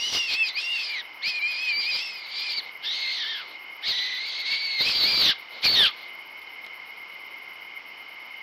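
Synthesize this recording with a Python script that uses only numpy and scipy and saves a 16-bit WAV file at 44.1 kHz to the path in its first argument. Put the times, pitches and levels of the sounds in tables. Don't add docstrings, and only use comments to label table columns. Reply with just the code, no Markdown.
import sys
import numpy as np
from scipy import signal
from scipy.fft import rfft, irfft, next_fast_len
from scipy.io import wavfile
from scipy.ndimage import uniform_filter1d

SR = 44100
rng = np.random.default_rng(int(sys.argv[2]) if len(sys.argv) > 2 else 0)


def store_pcm(level_fs):
    pcm = np.round(np.clip(level_fs, -1, 1) * 32767).astype(np.int16)
    wavfile.write(sys.argv[1], SR, np.atleast_2d(pcm).T)


N = 371322
TIME = np.arange(N) / SR

# frequency_hz, gain_db
AIR_EQ = [(25, -20), (100, -16.5), (220, -10), (350, -4), (560, -4.5), (950, 3.5), (1700, -2.5), (2600, 0),
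          (3700, -11), (5350, -8), (5900, -23.5), (7400, -38), (12500, -45), (15700, -33)]
# pitch_hz, spread_hz, pulses_per_s, level_db
CRICKET_CHORUSES = [(2136, 77, 36, -43.5), (2417, 49, 65, -58.5), (2970, 100, 77, -52)]
HIGH_KATYDID_CUES = [.06, 1.775, 2.41, 3.497, 3.64, 4.667, 6.032, 6.76, 6.906, 7.631, 7.779, 8.51]
LOW_KATYDID_CUES = [.03, 0.364, .953, 1.757, 2.637, 3.844, 4.532, 5.521, 5.994, 7.557, 8.445]
# frequency_hz, gain_db
WING_EQ = [(7000, -45), (9000, -6), (10500, 2.5), (12200, 9), (13500, 4.5), (15500, 2), (17000, -30)]
# start_s, end_s, level_db
SCUFFLES = [(2.6, 2.7, -45.5), (3.42, 3.56, -48), (5.52, 5.62, -43.5), (5.92, 6.08, -48.5)]
# start_s, relative_level_db
PAW_STEPS = [(6.418, -36), (6.4726, -37), (6.6456, -36), (6.6647, -30), (6.9631, -41), (7.0994, -47),
             (7.1194, -43), (7.152, -42)]
# frequency_hz, gain_db
GRASS_EQ = [(60, -32), (500, 7), (2000, 0), (4300, 10.5), (6000, -15), (9000, -39), (15000, -28)]
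# delay_s, gain_db
ECHOES = [(.0043, -70), (0.012, -17), (.029, -52), (.047, -22)]
# frequency_hz, gain_db
CRACKLE_EQ = [(20, -0.5), (100, -0.5), (400, 1), (1200, 0), (3000, 0), (5000, -42), (7500, -25),
              (10000, -24), (14000, -13), (16000, -26)]
# frequency_hz, gain_db
TEETH_EQ = [(4000, -4), (6200, 8), (7200, 5.5), (9000, -1.5), (11500, -2), (15500, -33)]
# frequency_hz, gain_db
THROAT_EQ = [(200, -17), (600, -3), (1500, -5), (2100, -3.5), (3000, 11), (4500, 13.5), (5500, 0),
             (6300, -36.5), (7300, -41), (9000, -12), (11500, -24.5), (15500, -70)]
# pitch_hz, share_0_to_1
MOUTH_SHARE = [(1300, .92), (1700, 0.7), (2200, 0.45), (2450, 0.29), (2850, 0.36)]
# offset_in_growl_rates, gain_db
OCTAVE_SIDEBANDS = [(-2, -39.5), (-1, -1.5), (1, -15.5)]
FUNDAMENTAL_SIDEBANDS = [(-1, -18), (1, -7.5)]
# pitch_multiple, gain_db
OVERTONES = [(3, -34.5), (4, -42), (5, -48)]
# time_s, pitch_hz, level_db, octave_over_fundamental_db, roughness_0_to_1
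SCREECHES = [
    [(0, 2790, -29.5, -2, 0.6), (.06, 2990, -26, -12, 0.42), (.11, 2890, -30, 4, 0.82),
     (.145, 2892, -24, 1, 0.96), (.2, 2826, -24, -12, 0.42), (.265, 2710, -32, -8, 0.51),
     (.295, 2534, -26, -14, 0.74), (.34, 2485, -24, -2, .95), (.375, 2613, -29.5, -16, 0.41),
     (.42, 2672, -20, -24, 0.02), (.46, 2464, -28, -1, 0.44), (.49, 2310, -26.5, 8, 0.98),
     (.512, 1964, -39, 0, 0.69)],
    [(.55, 2143, -36.5, 14, 0.36), (.575, 2444, -26, -6, 0.41), (.62, 2640, -30.5, -4, 0.96),
     (.655, 2756, -30.5, -6, 0.42), (.73, 2830, -27.5, -56, 0.37), (.85, 2460, -30.5, 10, 0.77),
     (.94, 2312, -31, -18, 0.54), (.998, 1892, -30, 3, 0.6)],
    [(1.246, 2240, -26.5, 0, 0.48), (1.29, 2573, -26, -5, 0.73), (1.325, 2430, -32.5, -6, 0.55),
     (1.385, 2457, -27.5, -30, 0.33)],
    [(1.428, 2370, -26, -21, 0.16), (1.45, 2404, -24, -23, 0.1), (1.5, 2502, -30, -10, 0.34),
     (1.56, 2410, -31, -1, 0.62), (1.63, 2560, -29.5, -12, 0.41), (1.69, 2494, -24, -19, 0.43),
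     (1.75, 2284, -27, 1, 0.2), (1.795, 2383, -25, 6, 0.17), (1.815, 2374, -26, 3, .62),
     (1.85, 2283, -27.5, 5, .65), (1.89, 2536, -27, -7.5, 0.44), (1.945, 2342, -24.5, 10.5, 0.52),
     (1.99, 2466, -27, 0, 0.92), (2.035, 2695, -32, -3, 0.52), (2.225, 2363, -41, 4, 0.74)],
    [(2.258, 2215, -39.5, -2, 0.64), (2.39, 2362, -29.7, 9.5, 0.77), (2.46, 2455, -31.5, -6, 0.68),
     (2.52, 2314, -27.5, 9, 0.81), (2.56, 2280, -31.5, 6, 0.56), (2.585, 2244, -22.5, 9.5, .4)],
    [(2.852, 1745, -27.5, 10, 0.87), (2.9, 1860, -26.5, 21, 0.55), (2.95, 2162, -28, 11, 0.85),
     (3.08, 2116, -27.5, -2, 0.63), (3.14, 2155, -27.3, 11, 0.73), (3.25, 1701, -29.5, 6, 0.77),
     (3.3, 1830, -30, 5, 0.68), (3.38, 1628, -30.6, 9, 0.83), (3.44, 1255, -44.5, -16, 0.87)],
    [(3.848, 1856, -28.5, 7, 0.79), (3.885, 2286, -24.5, 6, .85), (3.93, 1957, -24.5, 13, 0.74),
     (4.05, 2004, -28, 4, 0.67), (4.19, 2017, -31.5, 0.5, 0.61), (4.275, 2270, -31.6, 2.5, 0.8),
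     (4.33, 2104, -31, 6, 0.9), (4.42, 2200, -28.5, 0, 0.61)],
    [(4.463, 2144, -27.5, 2, 0.81), (4.53, 2213, -22.8, 1.5, 0.62), (4.59, 2236, -30, 0, 0.7),
     (4.66, 2238, -27, 5, 0.55), (4.775, 2130, -28, 2, 0.48), (4.81, 2098, -22, 6, .55),
     (4.84, 2300, -24, 2, 0.84), (4.885, 2608, -21.5, -5, 0.86), (4.93, 2393, -25, 6.5, 0.9),
     (4.99, 2287, -22, 24, 0.56), (5.04, 2130, -18.5, 14, 0.63), (5.09, 2397, -22, 4, 0.7),
     (5.2, 2300, -19, 17.5, 0.63), (5.27, 1935, -16, 17, 0.85), (5.312, 1660, -20, -2, 0.94)],
    [(5.65, 2560, -18.5, -13, 0.96), (5.685, 2175, -18, 17, .35), (5.72, 2257, -21.5, 15, 0.48),
     (5.755, 2158, -20.5, 23, 0.76), (5.765, 1942, -19.5, 13, 0.83), (5.8, 1785, -15, 11.5, 0.45),
     (5.85, 1593, -14.5, 14, 0.59), (5.875, 1276, -24, 3, 0.97), (5.9, 1204, -38.5, -8, 0.9)],
]

ATTACK_S, RELEASE_S, SAG = .034, .028, .42
TREMOR_HZ, TREMOR_SHARE, TREMOR_DB = 70.1, .022, 1.5
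GROWL_HZ, GROWL_RISE = 497, 2.3
FRAY_POWER = 2.45
THROAT_PEAK_HZ, MOUTH_HZ, MOUTH_WIDTH_HZ = 4410, 3450, 880


def from_db(db):
    return 10 ** (np.asarray(db) / 20)


def rms_one(x):
    return x / np.sqrt(np.mean(x ** 2) + 1e-20)


def filtered(x, order, hz, kind="low"):
    return signal.sosfilt(signal.butter(order, hz, kind, fs=SR, output="sos"), x)


def equalise(x, eq):
    hz, db = np.transpose(eq)
    size = next_fast_len(N + 4096)
    bins = np.maximum(np.arange(size // 2 + 1) * SR / size, 1)
    return irfft(rfft(x, size) * from_db(np.interp(np.log(bins), np.log(hz), db)), size)[:N]


def noise(eq):
    return rms_one(equalise(rng.standard_normal(N), eq))


def wander(rate_hz):
    return rms_one(filtered(rng.standard_normal(N + SR), 2, rate_hz)[SR:])


def phase_of(hz):
    return 2 * np.pi * np.cumsum(hz) / SR


def noise_around(phase, width_hz):
    return wander(width_hz) * np.cos(phase) + wander(width_hz) * np.sin(phase)


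def night_air(level_db=-48.5):
    return from_db(level_db) * noise(AIR_EQ)


def crickets(count=7, droop=.041, swell_db=1.5):
    out = np.zeros(N)
    for hz, spread_hz, rate, db in CRICKET_CHORUSES:
        chorus, tempo = np.zeros(N), 1 + .07 * wander(8)
        for detune in np.linspace(-1, 1, count):
            stroke = (phase_of(rate * rng.uniform(.85, 1.15) * tempo) / (2 * np.pi) + rng.random()) % 1
            drift_hz = np.interp(TIME, np.linspace(0, TIME[-1], 90), rng.normal(0, 16, 90))
            pitch = hz + detune * spread_hz + drift_hz + hz * droop * (1 - 2 * stroke)
            chorus += np.sin(np.pi * stroke) ** 2 * np.sin(phase_of(pitch)) * from_db(-4 * abs(detune))
        out += from_db(db) * rms_one(chorus) * from_db(swell_db * wander(15))
    return out


def katydid(cues, period_s, size, scrape_s, tick_hz, tick_db, scrape_db=-62, tick_s=.0034):
    runs = [np.linspace(start, end, max(round((end - start) / period_s), 1), endpoint=False)
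            for start, end in zip(cues, cues[1:])]
    strokes = np.concatenate(runs + [cues[-1:]])
    current = np.searchsorted(strokes + period_s / 4, TIME).clip(0, len(strokes) - 1)
    lag = TIME - strokes[current]
    strength = from_db(rng.normal(0, 1, len(strokes)))[current]
    swell = np.interp(lag / scrape_s, [-.85, -.48, -.14], [.14, 1, 1], right=.23)
    tick_phase = phase_of(tick_hz * (1 - 30 * lag.clip(-.005, .005)))
    tick = np.exp(-(lag / tick_s) ** 2) * noise_around(tick_phase, width_hz=600)
    wing = noise([(hz / size, db) for hz, db in WING_EQ])
    return strength * (from_db(scrape_db) * swell * wing + from_db(tick_db) * tick)


def grass(fade_s=.057, snap_decay_s=.0042, snap_trim_db=-8):
    gain = np.zeros(N)
    for start, end, db in SCUFFLES:
        gain[int(start * SR):int(end * SR)] = from_db(db)
    gain = uniform_filter1d(gain, int(fade_s * SR))
    for start, db in PAW_STEPS:
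        onset = int(start * SR)
        age = TIME[:N - onset]
        gain[onset:] += from_db(db + snap_trim_db) * np.exp(-np.minimum(age / snap_decay_s, 50))
    return gain * noise(GRASS_EQ)


def yard_echo(x, tail_db=-27, tail_t60_s=.85):
    echoes = sum(from_db(db) * np.interp(TIME - delay, TIME, x, left=0) for delay, db in ECHOES)
    scatter = rng.standard_normal(SR // 2) * from_db(-60 * TIME[:SR // 2] / tail_t60_s)
    tail = signal.fftconvolve(x, scatter / np.linalg.norm(scatter))[:N]
    return x + filtered(echoes + from_db(tail_db) * tail, 2, 6000)


def overload_fizz(voice, ceiling=.35, edge_hz=11000):
    shrill = filtered(voice, 2, [3800, 5200], "band")
    distorted = np.tanh((shrill / ceiling) ** 3) * ceiling
    return from_db(-2) * filtered(distorted, 6, edge_hz, "high")


def microphone_crackle(voice, threshold_db=-31, gain_db=-10, follow_s=.018, pops_per_s=600):
    pitch, *_, rasp_gain = screech_controls()
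    treble = filtered(voice, 4, 3700, "high")
    shrill = from_db(-3) * rasp_gain * (pitch / 2600) ** 5
    level = np.sqrt(np.abs(uniform_filter1d(treble ** 2 + shrill ** 2, int(follow_s * SR))))
    excess = np.maximum(level - from_db(threshold_db), 0)
    pops = (rng.random(N) < pops_per_s / SR) * rng.choice([-1, 1], N)
    strength = from_db(.5 * rng.standard_normal(N).clip(-2, 2))
    return from_db(gain_db) * excess * rms_one(equalise(pops * strength, CRACKLE_EQ))


def screech_controls():
    calls = [np.array(call) for call in SCREECHES]
    breath = np.zeros(N)
    for call in calls:
        start, end = call[0, 0], call[-1, 0]
        breath += np.interp(TIME, [start - ATTACK_S, start, end, end + RELEASE_S], [0, 1, 1, 0])
    breath = breath.clip(0, 1)
    times, *columns = np.concatenate(calls).T
    pitch, level_db, octave_db, roughness = [np.interp(TIME, times, column) for column in columns]
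    pitch *= 1 - SAG * (1 - breath) ** 2
    level = breath ** 1.5 * from_db(level_db)
    roughness = roughness.clip(.02, .99)
    root_gain = level * np.sqrt((1 - roughness ** 2) / (1 + from_db(octave_db) ** 2))
    return pitch, roughness, root_gain, root_gain * from_db(octave_db), level * roughness


def partial(phase, fray, width_hz):
    return np.sqrt(2 * (1 - fray)) * np.sin(phase) + np.sqrt(fray) * noise_around(phase, width_hz)


def rasp(phase, growl_phase, pitch, roughness, clump_db=3):
    strands = sum(from_db(db) * partial(2 * phase + step * growl_phase, .13, width_hz=79)
                  for step, db in OCTAVE_SIDEBANDS)
    skirt = from_db(-7.5) * noise_around(1.9 * phase, width_hz=220)
    throat = from_db(-6) * noise_around(2 * np.pi * THROAT_PEAK_HZ * TIME, width_hz=330)
    mouth_band = [MOUTH_HZ - MOUTH_WIDTH_HZ / 2, MOUTH_HZ + MOUTH_WIDTH_HZ / 2]
    mouth = rms_one(filtered(rng.standard_normal(N), 2, mouth_band, "band"))
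    mouth_share = (roughness * np.interp(pitch, *np.transpose(MOUTH_SHARE))).clip(0, 1)
    clumps = np.sqrt(1 - mouth_share) * (strands + skirt + throat) * from_db(clump_db * wander(21))
    clumps += np.sqrt(mouth_share) * mouth * from_db(clump_db * wander(40))
    return from_db(-4.17) * clumps + from_db(-5.5) * roughness * noise(THROAT_EQ)


def limit_fold_swing(x, fast_s=.00198, slow_s=.027):
    fast, slow = [np.abs(uniform_filter1d(x ** 2, int(s * SR))) + 1e-12 for s in (fast_s, slow_s)]
    return x * (slow / fast) ** (1 / 4)


def skunk(growl_depth=.24, shimmer_db=1, flutter_db=.54, surge_db=3.5):
    pitch, roughness, root_gain, octave_gain, rasp_gain = screech_controls()
    fray = roughness ** FRAY_POWER
    effort = np.sqrt(root_gain ** 2 / 2 + octave_gain ** 2 / 4 + rasp_gain ** 2)

    tremor = np.sin(phase_of(TREMOR_HZ * (1 + .2 * wander(25)))) * roughness * (1 + .5 * wander(6))
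    waver = .008 * wander(70)
    jitter = .019 * fray * wander(400)
    jumps = .011 * roughness * np.tanh(4 * wander(20))
    phase = phase_of(pitch * (1 + TREMOR_SHARE * tremor + waver + jitter + jumps))

    growl_hz = GROWL_HZ * np.maximum(pitch / 2200, .9) ** GROWL_RISE
    growl_phase = phase_of(growl_hz * (1 + .1 * wander(18) + .07 * wander(300)))
    growl = 1 + growl_depth * fray * np.sin(growl_phase)
    split = 1 + .91 * roughness * np.sin(growl_phase)

    whistle = root_gain * partial(phase, .49 * fray, width_hz=138)
    whistle *= from_db(.5 + shimmer_db * wander(54))
    for step, db in FUNDAMENTAL_SIDEBANDS:
        sideband = partial(phase + step * growl_phase, np.sqrt(roughness), width_hz=115)
        whistle += from_db(db) * root_gain * np.sqrt(roughness) * sideband
    octave = octave_gain * partial(2 * phase, .8 * fray, width_hz=160)
    whistle += octave * from_db(-.5 + 2.5 * np.sqrt(fray) * wander(80))
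    whistle += from_db(-21.5) * effort * split * partial(3 * phase, .7 * roughness, width_hz=200)

    hoarse = rasp_gain * rasp(phase, growl_phase, pitch, roughness)
    hoarse *= from_db(flutter_db * wander(144) + TREMOR_DB * tremor)
    voice = filtered(limit_fold_swing(whistle * growl + hoarse), 10, 6100)
    for multiple, db in OVERTONES:
        gain = from_db(db + surge_db * wander(33)) * effort * (pitch / 2600) ** 2
        voice += gain * split * partial(multiple * phase, .35 * fray, width_hz=82)
    return voice + from_db(-29.5) * rasp_gain * (pitch / 2300) ** 4.5 * noise(TEETH_EQ)


def scene():
    voice = yard_echo(skunk())
    katydids = katydid(HIGH_KATYDID_CUES, .123, size=.96, scrape_s=.035, tick_hz=13000, tick_db=-58)
    katydids += katydid(LOW_KATYDID_CUES, .113, size=1.03, scrape_s=.042, tick_hz=11700, tick_db=-61)
    air = night_air()
    fight = voice + overload_fizz(voice) + microphone_crackle(voice) + grass()
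    return (air + crickets() + katydids + fight)[None]


def record(dry, ceiling=.37, cutoff_hz=15750):
    rounded = dry / (1 + (dry / ceiling) ** 4) ** (1 / 4)
    return signal.sosfilt(signal.ellip(12, .1, 80, cutoff_hz, fs=SR, output="sos"), rounded)


dry = scene()
out = record(dry)
store_pcm(out)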